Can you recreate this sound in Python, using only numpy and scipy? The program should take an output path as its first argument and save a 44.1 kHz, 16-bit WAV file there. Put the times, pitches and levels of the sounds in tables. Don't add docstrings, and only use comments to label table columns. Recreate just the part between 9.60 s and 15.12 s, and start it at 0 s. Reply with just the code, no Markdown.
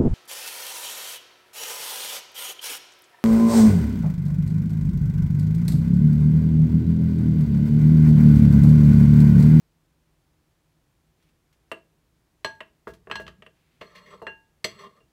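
import sys
import numpy as np
from scipy import signal
from scipy.fft import next_fast_len
from scipy.io import wavfile

SR = 44100
rng = np.random.default_rng(int(sys.argv[2]) if len(sys.argv) > 2 else 0)


def transcribe(u):
    v = np.clip(np.atleast_2d(u).T, -1, 1)
    q = np.round(v * 32767).astype(np.int16)
    wavfile.write(sys.argv[1], SR, q)


N = 243431
RING_T = np.arange(SR * 6 // 10) / SR

# pitch_hz, level_db (relative), t60_s (time to lose 60 dB)
BOWL_MODES = [(889, 0, .32), (1647, 0, .37), (2778, 0, .24)]
# (per Hz, relative)
TICK_COLOUR = [(500, -28.5), (3500, -9.5), (6000, -3.5), (8000, -6.5), (9300, -14), (12000, -8),
               (16000, -21)]
# (per Hz, relative)
RASP_COLOUR = [(300, -20), (1400, -6.5), (2500, -0.5), (4500, -11), (6000, -17), (8000, -22.5),
               (16000, -27)]


def amp(db):
    return 10 ** (np.asarray(db) / 20)


def unit(x):
    return x / np.sqrt(np.mean(x ** 2) + 1e-20)


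def read(points, hz):
    point_hz, value = np.transpose(points)
    return np.interp(np.log(hz + 1), np.log(point_hz + 1), value)


def add(mix, start_s, sound):
    part = mix[round(start_s * SR):][:len(sound)]
    part += sound[:len(part)]


def colour(x, points, corner_hz=np.inf):
    size = next_fast_len(len(x) + 4096)
    hz = abs(np.fft.fftfreq(size, 1 / SR))
    roll_off = .5 * np.log1p((hz / corner_hz) ** 7.3)
    log_gain = np.log(amp(read(points, hz))) - roll_off
    response = np.exp(np.conj(signal.hilbert(log_gain)))
    return np.fft.ifft(np.fft.fft(x, size) * response).real[:len(x)]


def dying(t60_s):
    return np.exp(-np.log(1000) * RING_T / t60_s)


def burst(points, t60_s, corner_hz=np.inf, rise_s=0.00034):
    swell = 1 - np.exp(-RING_T / rise_s)
    noise = rng.standard_normal(len(RING_T)) * swell * dying(t60_s)
    x = colour(noise, points, corner_hz)
    return x / np.linalg.norm(x) * np.sqrt(.025 * SR)


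def ring(modes, hold=1, build_s=0.0018):
    swell = 1 - np.exp(-RING_T / build_s)
    tones = sum(amp(db) * dying(t60_s * hold) * np.sin(2 * np.pi * hz * RING_T)
                for hz, db, t60_s in modes)
    return swell * tones


def resonate(x, modes):
    out = 0
    for hz, width_hz, db in modes:
        peak = np.concatenate(signal.iirpeak(hz, hz / width_hz, SR))
        out = out + amp(db) * signal.sosfilt([peak, peak], x)
    return out


def wander(t, depth_db, step_s=0.029):
    knots = rng.standard_normal(200)
    drift = np.interp((t - t[0]) / step_s, np.arange(len(knots)), knots)
    return amp(depth_db * drift)


def push(t, length_s, attack_s, release_s):
    attack = np.clip(t / attack_s, 0, 1)
    release = np.exp(-np.log(1000) * np.maximum(t - length_s, 0) / release_s)
    return attack * release


def contact(blow_db, hard_hz, thud_db):
    # (per Hz, relative)
    clack_colour = [(100, -36.5), (600, -15.5), (850, -1.5), (1150, 3.5), (1420, -4), (1800, 2),
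                    (2300, -5.5), (2750, 5), (3600, -4.5), (16000, -6)]
    # (per Hz, relative)
    table_colour = [(30, -32), (75, -11.5), (120, -12), (178, -7), (290, -11.5), (380, 1), (447, 3),
                    (510, -4), (590, -5.5), (655, 5), (760, -19.5), (1500, -23.5), (5000, -92.5)]
    crack = burst(clack_colour, .014, hard_hz)
    clack = amp(-3.5) * crack + amp(-2.0) * burst(clack_colour, 0.063, hard_hz)
    width = np.sqrt(hard_hz / 2200)
    tick_db = blow_db - 27 + 18.5 * np.log2(hard_hz / 3000)
    tick = amp(tick_db) * burst(TICK_COLOUR, 0.049)
    thud = amp(thud_db) * burst(table_colour, 0.098)
    return width * amp(blow_db) * clack + tick + thud


def clinks():
    # start_s, blow_db (before hardness scaling), hardness_hz, table_thud_db,
    # first_ring_db, second_ring_db, third_ring_db, overtones_db, ring_time_factor (no unit)
    hits = [ (2.8457, -33.5, 4020, -34.5, -33, -28, -50, -33, 0.93),
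            (3.2706, -39.5, 1550, -38, -51, -43.5, -54, -67.5, 0.69),
            (3.5126, -34.5, 2950, -43, -49, -30, -51, -44.5, 0.86),
            (3.5555, -40, 3940, -49, -44, -29.5, -39, -41.5, 0.97),
            (4.6173, -45.5, 1070, -40, -45.5, -64, -57.5, -66.5, 1.5),
            (4.6670, -37, 2080, -42, -45.5, -35.5, -33.5, -54.5, 1.03),
            (5.4040, -74, 2590, -65.5, -80, -71, -59, -82, 0.48)]
    # pitch_hz, level_db (relative), t60_s (before the ring time factor)
    overtone_modes = [(4173, 7, 0.068), (4236, -5.5, 0.24), (5900, -13.5, 0.15), (5930, -15, .18),
                      (7850, -8, 0.13), (10050, -28, 0.22), (12420, -33.5, .1)]
    out = np.zeros(N)
    for start_s, blow_db, hard_hz, thud_db, *mode_dbs, over_db, hold in hits:
        struck = [(hz, db + drive_db, t60_s)
                  for (hz, db, t60_s), drive_db in zip(BOWL_MODES, mode_dbs)]
        bowl = ring(struck, hold, build_s=0.0062)
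        overtones = amp(over_db) * ring(overtone_modes, hold, build_s=0.00089)
        add(out, start_s, contact(blow_db, hard_hz, thud_db) + bowl + overtones)
    return out


def taps():
    # start_s, blow_db (before hardness scaling), hardness_hz, table_thud_db, spoon_ring_db
    touches = [ (2.1155, -38, 2480, -36.5, -26), (3.005, -41.5, 2540, -46, -40),
               (3.4712, -50, 1460, -48, -59), (3.4984, -47.5, 2330, -43.5, -47),
               (3.597, -47.5, 2400, -41.5, -51), (3.6660, -52.5, 3450, -65, -51),
               (3.6790, -49.5, 4100, -53, -46), (3.8220, -54, 2650, -56, -49),
               (3.8634, -57, 2720, -56.5, -47), (4.2118, -45.5, 2730, -45.5, -66)]
    # pitch_hz, level_db (relative), t60_s
    spoon_modes = [(1878, -6.5, 0.043), (1880, -30, 0.032), (2666, -16.5, 0.09), (2737, -1, 0.073),
                   (2765, -7.5, 0.11), (2880, -13.5, 0.047), (2975, -1, 0.03), (4410, -20.5, 0.038),
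                   (6930, -29, 0.047), (8370, -17, 0.046), (10320, -26, 0.054), (11650, -43, 0.041),
                   (13300, -31, 0.052)]
    spoon_tick_db = -32.5
    muffled_bowl_db = -13.5
    out = np.zeros(N)
    for start_s, blow_db, hard_hz, thud_db, spoon_db in touches:
        spoon = ring(spoon_modes) + amp(spoon_tick_db) * burst(TICK_COLOUR, 0.042)
        bowl = ring(BOWL_MODES[1:2])
        rings = amp(spoon_db) * spoon + amp(blow_db + muffled_bowl_db) * bowl
        add(out, start_s, contact(blow_db, hard_hz, thud_db) + rings)
    return out


def jab(ring_db=-30.0, grating_db=-1, grating_t60_s=0.047, build_s=0.0013):
    # start_s, blow_db (before hardness scaling), hardness_hz, table_thud_db
    chatter = [(5.0427, -42.5, 5500, -41), (5.0449, -40.5, 6100, -37), (5.0490, -46, 5460, -41.5)]
    # pitch_hz, level_db (relative), t60_s
    pressed_modes = [(1946, -1, 0.07), (2083, -1, 0.05), (2160, 2.5, 0.042), (2800, -33, 0.12),
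                     (3350, -4.5, 0.13), (3640, -8.5, 0.11), (4244, -0.5, 0.065), (4270, 2, .09),
                     (4440, 1, 0.061), (4830, 1.5, 0.045), (4930, -5.5, 0.05), (5990, 0.5, 0.06),
                     (6050, -7, 0.12), (7400, -12, 0.078), (7550, -10, 0.054), (7900, -4.5, 0.085),
                     (8850, -13.5, 0.053), (9840, -18.5, 0.091), (12250, -9.5, 0.05)]
    out = np.zeros(N)
    for start_s, *touch in chatter:
        add(out, start_s, contact(*touch))
    bands = [(hz, 14 / t60_s, db) for hz, db, t60_s in pressed_modes]
    noise = rng.standard_normal(len(RING_T)) * dying(grating_t60_s)
    grating = unit(resonate(noise, bands))
    rings = ring(pressed_modes, build_s=build_s)
    grating_gain = amp(grating_db) * np.std(rings)
    add(out, chatter[0][0], amp(ring_db) * (rings + grating_gain * grating))
    return out


def scrapes(spread_db=2.5, wander_db=3.5, rasp_db=-4, flutter_db=1.5):
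    # start_s, length_s, groan_db, grit_db (both midway)
    strokes = [(4.22, 0.38, -58.5, -63.5), (5.08, 0.14, -57, -59), (5.29, 0.1, -65.5, -73)]
    # start_s, length_s, groan_db, grit_db (both midway)
    bites = [(4.208, 0.017, -47.5, -48), (4.347, 0.043, -56.5, -49.5), (4.455, 0.04, -63, -56.5),
             (4.5, 0.048, -49.5, -56.5), (5.185, 0.085, -48.5, -54.5), (5.359, 0.025, -65, -67)]
    # pitch_hz, width_hz, level_db (relative)
    groan_modes = [(178, 44, 1.5), (416, 31, 1), (474, 92, -1), (593, 67, 0.5), (927, 84, -10.5),
                   (1082, 92, 2.5), (1174, 37, 4), (1300, 99, -6)]
    # pitch_hz, width_hz, level_db (relative)
    grit_modes = [(1650, 28, -3), (1873, 280, 3), (2070, 270, 1), (2790, 91, 1), (3230, 500, -5),
                  (4280, 84, 5), (4400, 290, -11), (5900, 190, -7), (7840, 48, -3.5), (10000, 130, -21),
                  (12450, 200, -22.5)]
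    attack_s, release_s = 0.0082, 0.085
    groan_gain_db, grit_loss_db = 6.5, 5
    out = np.zeros(N)
    for start_s, length_s, groan_db, grit_db in strokes + bites:
        slip_db = spread_db * np.minimum(rng.exponential(1, len(RING_T)), 4)
        slips = amp(slip_db) * rng.standard_normal(len(RING_T))
        groan = unit(sum(wander(RING_T, wander_db) * resonate(slips, [mode]) for mode in groan_modes))
        grit = unit(sum(wander(RING_T, wander_db) * resonate(slips, [mode]) for mode in grit_modes))
        grit = unit(grit + amp(rasp_db) * unit(colour(slips, RASP_COLOUR)))
        slowing = np.minimum(RING_T / length_s, 1) - .5
        low = amp(groan_db + groan_gain_db * slowing) * groan
        high = amp(grit_db - grit_loss_db * slowing) * grit
        pressure = push(RING_T, length_s, attack_s, release_s)
        pressure = pressure * wander(RING_T, flutter_db, step_s=0.012)
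        add(out, start_s, pressure * (low + high))
    return out


def rumble():
    # start_s, length_s, level_db
    shoves = [(3.278, 0.038, -50.5), (3.475, .21, -53.5), (3.772, 0.029, -57), (4.197, 0.026, -59),
              (4.489, 0.17, -65)]
    # pitch_hz, width_hz, level_db (relative)
    tabletop_modes = [(67, 26, 1.5), (108, 35, 0), (176, 66, 3), (261, 210, -15.5)]
    attack_s, release_s = 0.022, 0.26
    t = np.arange(N) / SR
    level = sum(amp(db) * push(t - start_s, length_s, attack_s, release_s)
                for start_s, length_s, db in shoves)
    return level * unit(resonate(rng.standard_normal(N), tabletop_modes))


def snaps_and_rustles():
    # start_s, level_db
    snaps = [(1.625, -74.5), (1.689, -77), (1.927, -71), (2.95, -75), (3.276, -59.5), (3.287, -64),
             (3.303, -65), (3.336, -60), (3.6, -60), (3.617, -63), (4.62, -66)]
    # (per Hz, relative)
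    snap_colour = [(200, -37), (1500, 2.5), (4000, -0.5), (8000, -7.5), (16000, -11.5)]
    # start_s, length_s, level_db
    swirls = [(1.567, 0.12, -77.5), (3.921, 0.276, -76)]
    attack_s, release_s = .04, .2
    out = np.zeros(N)
    for start_s, db in snaps:
        add(out, start_s, amp(db) * burst(snap_colour, 0.088))
    for start_s, length_s, db in swirls:
        rustle = unit(colour(rng.standard_normal(len(RING_T)), RASP_COLOUR))
        add(out, start_s, amp(db) * push(RING_T, length_s, attack_s, release_s) * rustle)
    return out


def room(x, build_s=0.0071):
    # frequency_hz, t60_s
    room_decay = [(80, 1), (250, 0.28), (1000, 0.23), (4000, 0.22), (14000, 0.21)]
    hz, t, bands = signal.stft(rng.standard_normal(len(RING_T)), SR, nperseg=256)
    bands = bands * np.exp(-np.log(1000) * t / read(room_decay, hz)[:, None])
    build_up = 1 - np.exp(-(RING_T / build_s) ** 2)
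    tail = signal.istft(bands, SR)[1][:len(RING_T)] * build_up
    return signal.fftconvolve(x, tail / np.linalg.norm(tail))[:N]


def air(air_db=-68.5, hum_hz=158, hum_width_hz=24, hum_db=-75):
    # (per Hz, relative)
    air_colour = [(15, -48), (25, -12.5), (59, -1), (86, -9), (157, -7), (174, -14.5), (189, -15.5),
                  (241, -12), (276, -15.5), (307, -10), (437, -18.5), (1010, -22.5), (1220, -24),
                  (14200, -36.5), (15800, -38.5)]
    hiss, drive = rng.standard_normal((2, N))
    hum = unit(resonate(drive, [(hum_hz, hum_width_hz, 0)]))
    return amp(air_db) * unit(colour(hiss, air_colour)) + amp(hum_db) * hum


def scene(room_db=-12):
    near = clinks() + taps() + jab() + scrapes() + rumble() + snaps_and_rustles()
    reflections = amp(room_db) * room(near)
    return (near + reflections + air())[None]


def record(dry):
    low_pass = signal.firwin(511, 15850, window=("kaiser", 9), fs=SR)
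    return signal.oaconvolve(dry, low_pass[None], "same")


dry = scene()
out = record(dry)
transcribe(out)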